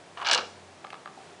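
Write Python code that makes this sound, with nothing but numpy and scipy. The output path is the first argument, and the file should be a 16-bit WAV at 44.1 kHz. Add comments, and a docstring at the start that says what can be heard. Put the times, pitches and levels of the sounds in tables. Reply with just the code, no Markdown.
"""A chair in a small room, on one microphone near enough to catch each contact ahead of the room.
Over a soft rush of air, the metal footrest is flipped: its hinge scrapes, and it chatters ever harder,
clanks against its stop with thuds through the chair's frame, and settles. A low hum swells and fades.
Then the loose hinge shifts with a few dull knocks, and two soft bumps follow as the footrest swings back."""
import sys
import numpy as np
from scipy import signal
from scipy.fft import rfft, irfft, next_fast_len
from scipy.io import wavfile

SR = 44100
rng = np.random.default_rng(int(sys.argv[2]) if len(sys.argv) > 2 else 0)


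def output_pcm(signal):
    """Save a mono or channel-first signal as 16-bit PCM at the path in sys.argv[1].

    Samples are clipped to [-1, 1] before scaling.
    """
    pcm = np.clip(np.atleast_2d(signal).T, -1, 1) * 32767
    wavfile.write(sys.argv[1], SR, np.round(pcm).astype(np.int16))


N = 61739

# contacts of the chattering footrest: start_s, level_db, slope_db_per_octave
CONTACTS = [(0.1728, -33, -2.5), (0.186, -40.5, -3.5), (.200, -46, 8), (.215, -33, -0.5), (.228, -31.5, -4),
            (0.247, -27, 2.5), (0.2549, -25, 1), (.2625, -22.5, 2), (0.269, -19, 3.5), (0.2753, -22, 0.5),
            (0.286, -17.5, 2.5), (0.2902, -29, -5), (.2965, -18, -2), (0.3004, -22.5, -3.5),
            (.308, -26, -4.5), (.312, -12, 4), (.323, -20, 0.5), (.327, -20, 2), (.331, -12.5, 10),
            (0.3356, -15.5, 1.5), (0.346, -13.5, 8), (0.3526, -23, -4.5), (.358, -21, -11.5),
            (0.376, -20, 4), (0.3836, -23.5, -1.5), (.390, -26.5, 0.5), (.410, -34, 2)]
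# colour of a contact on the plate: frequency_hz, level_db
PLATE_COLOUR = [(60, -47.5), (200, -29), (480, -15.5), (620, -5.5), (760, 2), (1200, -3.5), (1650, 3.5),
                (1980, -12.5), (2300, -0.5), (2700, -5.5), (2910, 2.5), (3100, -3), (4200, -3),
                (6000, -10.5), (7200, -17), (10000, -20.5)]
# modes of the steel frame: pitch_hz, level_db, t60_s
STEEL_MODES = [(710, -2, 0.1), (985, -3, 0.17), (1120, 1, 0.23), (1322, -3, 0.27), (1492, -9, 0.35),
               (1634, 2, 0.086), (2304, -5.5, 0.12), (2730, 0, 0.21), (2856, 8, 0.1), (2924, 8.5, 0.087),
               (3460, 1.5, 0.094), (4054, -7, 0.13), (4087, -2.5, .15), (5850, -32, 0.21),
               (6305, -26, 0.072)]
def footrest():
    """Each contact cracks, rattles the plate and rings the steel frame; harder ones reach higher."""
    out, t = np.zeros(N), np.arange(SR // 2) / SR
    edge_hz, edge_at_db, db_per_octave = 6750, -18.5, 20  # the treble edge climbs with the level
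    rattle_db, leak_db, ring_db = -12.5, -19, -14
    rise = 1 - fade(t, t60_s=0.0037)  # the faces meet a little askew, so a crack builds up
    envelope = rise * (fade(t, t60_s=0.021) + amp(rattle_db) * fade(t, t60_s=0.059))
    for start_s, level_db, slope in CONTACTS:
        cutoff_hz = min(edge_hz * 2 ** ((level_db - edge_at_db) / db_per_octave), SR / 3)
        contact = burst(envelope, PLATE_COLOUR, slope)
        crack = signal.sosfilt(signal.butter(6, cutoff_hz, fs=SR, output="sos"), contact)
        steel = ring(t, STEEL_MODES, slope)
        add(out, start_s, amp(level_db) * (crack + amp(leak_db) * contact + amp(ring_db) * steel))
    return out


# the scrape as the footrest starts to turn: time_s, level_db
SCRAPE_LEVEL = [(.165, -54.5), (0.178, -42), (0.206, -40.5), (0.232, -31.5), (0.241, -45), (0.282, -34),
                (.31, -60)]
# colour of the scraping hinge: frequency_hz, level_db
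SCRAPE_COLOUR = [(100, -31), (550, -16.5), (740, 3), (950, -3), (1150, 7), (1400, -2), (2000, -9),
                 (2900, -12.5), (5000, -22.5), (10000, -33.5)]
def hinge_scrape(slips_per_s=600):
    """The turning hinge moves in quick, irregular slips."""
    slips = (rng.random(N) < slips_per_s / SR) * rng.choice([-1, 1], N)
    level_db = np.interp(np.arange(N) / SR, *np.transpose(SCRAPE_LEVEL), left=-np.inf, right=-np.inf)
    return unit(coloured(slips, SCRAPE_COLOUR)) * amp(level_db)


# knocks of the loose hinge: start_s, level_db, slope_db_per_octave, focus_hz
HINGE_KNOCKS = [(0.8432, -39.5, -3.5, 2300), (.8470, -31, -0.5, 890), (.868, -41.5, 7, 1700),
                (0.9037, -34, 7, 2680), (.926, -39.5, 1, 2800), (0.9299, -33, 2.5, 805),
                (.9422, -34.5, 1.5, 1000), (.9535, -39.5, 1.5, 950), (1.0583, -32, -2.5, 1240),
                (1.075, -34.5, -2.5, 1270)]
# modes of the hinge bracket: pitch_hz, level_db, t60_s
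BRACKET_MODES = [(598, -3, 0.019), (804, -3, 0.021), (1165, -0.5, 0.023), (1299, -1, .016),
                 (1695, -4, 0.023), (2175, -7.5, 0.018), (2630, -6, 0.011), (3170, -12, 0.011),
                 (4140, -18, .009)]
# colour of a knock's tick: frequency_hz, level_db
TICK_COLOUR = [(100, -58), (350, -11), (650, 0), (1300, 2.5), (3000, -1), (4600, -5.5), (6000, -23),
               (10000, -23)]
def hinge_knocks(tick_db=-4, ring_db=2.5, focus_db=8.5, focus_octaves=0.53):
    """Play in the hinge ticks and briefly rings the bracket; where a knock lands favours some modes."""
    out, t = np.zeros(N), np.arange(SR // 2) / SR
    for start_s, level_db, slope, focus_hz in HINGE_KNOCKS:
        modes = [(hz, db + focus_db * np.exp(-(np.log2(hz / focus_hz) / focus_octaves) ** 2), t60_s)
                 for hz, db, t60_s in BRACKET_MODES]
        tick = burst(fade(t, t60_s=0.0097), TICK_COLOUR, slope)
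        bracket = ring(t, modes, slope)
        add(out, start_s, amp(level_db) * (amp(tick_db) * tick + amp(ring_db) * bracket))
    return out


# thuds as the footrest lands: start_s, level_db
LANDING_THUDS = [(.322, -34), (0.349, -37), (.383, -34), (.411, -42.5)]
# colour of the chair's frame: frequency_hz, level_db
FRAME_COLOUR = [(40, -27), (140, -25), (215, -4.5), (290, -8.5), (380, -3.5), (520, 7), (620, -9),
                (1500, -44.5)]
# bumps as the footrest swings back: start_s, level_db, pitch_hz
RETURN_BUMPS = [(1.1755, -36, 780), (1.187, -39.5, 712)]
def chair():
    """The landing thuds through the frame; later, soft bumps give one damped tone each."""
    out, t = np.zeros(N), np.arange(SR // 4) / SR
    for start_s, level_db in LANDING_THUDS:
        add(out, start_s, amp(level_db) * burst(fade(t, t60_s=0.066), FRAME_COLOUR, slope=0))
    bump_envelope = (1 - fade(t, t60_s=0.0052)) * fade(t, t60_s=0.031)
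    for start_s, level_db, pitch_hz in RETURN_BUMPS:
        tone = np.sqrt(2) * np.sin(2 * np.pi * pitch_hz * t)
        add(out, start_s, amp(level_db) * tone * bump_envelope)
    return out


# decay of the small room: frequency_hz, t60_s
ROOM_DECAY = [(200, 0.53), (1000, 0.29), (3000, 0.4), (6000, 0.51), (9000, 0.81)]
# colour of the room at the microphone: frequency_hz, gain_db
ROOM_COLOUR = [(150, -8.5), (400, 4.5), (1200, -1), (3500, -11.5), (6000, -12.5), (9000, -19.5)]
def room(direct, wall_delay_s=0.006):
    """The walls' diffuse answer arrives just behind the direct sound; its midrange dies first."""
    hz, t, spectra = signal.stft(rng.standard_normal(SR * 3 // 4), SR, nperseg=256)
    decay = fade(t, along(ROOM_DECAY, hz)[:, None])
    tail = signal.istft(spectra * decay, SR, nperseg=256)[1]
    tail = np.pad(tail / np.linalg.norm(tail), (round(wall_delay_s * SR), 0))
    return coloured(signal.fftconvolve(direct, tail)[:N], ROOM_COLOUR)


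# colour of the air in the room: frequency_hz, level_db
AIR_COLOUR = [(20, -28), (55, -22.5), (80, -14), (120, -3), (190, 0.5), (270, -3.5), (380, 2), (500, -2),
              (700, 2), (1100, -5), (2000, -8.5), (4000, -14), (7000, -18), (10000, -23)]
# course of the rush of air: time_s, level_db
AIR_LEVEL = [(0, -51), (.5, -50.5), (.8, -51), (1.12, -51), (1.22, -49), (1.31, -49), (1.4, -51.5)]
# course of the hum: time_s, level_db
HUM_LEVEL = [(0, -72.5), (.3, -66.5), (.5, -62.5), (.66, -60), (.77, -64), (.85, -86), (1.4, -69.5)]
def room_tone(hum_hz=92.5):
    """Behind the chair, a soft rush of air and a low hum that swells, fades and creeps back."""
    t = np.arange(N) / SR
    air = unit(coloured(rng.standard_normal(N), AIR_COLOUR))
    air *= amp(np.interp(t, *np.transpose(AIR_LEVEL)))
    hum = np.sqrt(2) * np.sin(2 * np.pi * hum_hz * t)
    hum *= amp(np.interp(t, *np.transpose(HUM_LEVEL)))
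    return air + hum


def burst(envelope, colour, slope):
    """The noise of an impact, coloured and carrying the energy of its envelope."""
    n = len(envelope)
    hz = np.fft.rfftfreq(n, 1 / SR)
    cepstrum = irfft(np.log(amp(along(colour, hz)) * tilt(hz, slope)), n)
    cepstrum[1:n // 2] *= 2  # minimum phase: nothing sounds ahead of the impact
    cepstrum[n // 2 + 1:] = 0
    noise = envelope * rng.standard_normal(n)
    sound = irfft(rfft(noise) * np.exp(rfft(cepstrum)), n)
    return unit(sound) * np.sqrt(np.mean(envelope ** 2))


def ring(t, modes, slope, scatter_db=1.5, rise_s=0.0031):
    """Damped modes of alternating sign, struck a little differently each time."""
    hz, db, t60_s = np.transpose(modes)
    gains = amp(db + scatter_db * rng.standard_normal(len(hz))) * tilt(hz, slope)
    signs = (-1) ** np.arange(len(hz))
    swings = np.sin(2 * np.pi * hz[:, None] * t) * fade(t, t60_s[:, None])
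    return unit(gains * signs) @ swings * np.sqrt(2 / len(hz)) * (1 - fade(t, rise_s))


def tilt(hz, slope):
    """Gain of a slope in dB per octave: hard contacts are bright, soft ones dull."""
    return amp(slope * np.log2(np.clip(hz, 500, 6000) / 2000))


def fade(t, t60_s):
    """Exponential decay by 60 dB in t60_s."""
    return np.exp(-np.log(1000) * t / t60_s)


def amp(db):
    """Decibels to gain."""
    return 10 ** (np.asarray(db) / 20)


def unit(x):
    """Scale to rms 1."""
    return x / np.sqrt(np.mean(x ** 2) + 1e-20)


def along(points, hz):
    """Rows of frequency_hz, value read on a log frequency axis."""
    frequencies, values = np.transpose(points)
    return np.interp(np.log(hz + 1), np.log(frequencies + 1), values)


def filtered(x, response):
    """Filter x by a gain that depends on frequency."""
    size = next_fast_len(N + SR // 2)
    return irfft(rfft(x, size) * response(np.fft.rfftfreq(size, 1 / SR)), size)[:N]


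def coloured(x, colour):
    """Filter x by rows of frequency_hz, gain_db."""
    return filtered(x, lambda hz: amp(along(colour, hz)))


def add(track, start_s, sound):
    """Mix a sound in at start_s."""
    part = track[round(start_s * SR):][:len(sound)]
    part += sound[:len(part)]


def scene(knock_room_db=-3.5):
    """At the microphone: clatter and knocks, direct and off the walls, over the room tone."""
    clatter = footrest() + hinge_scrape()
    knocks = hinge_knocks() + chair()
    return (clatter + room(clatter) + knocks + amp(knock_room_db) * room(knocks) + room_tone())[None]


def record(dry, top_hz=10250):
    """The mono recorder keeps nothing above its band limit."""
    return filtered(dry[0], lambda hz: 1 / np.sqrt(1 + (hz / top_hz) ** 200))[None]


dry = scene()
out = record(dry)
output_pcm(out)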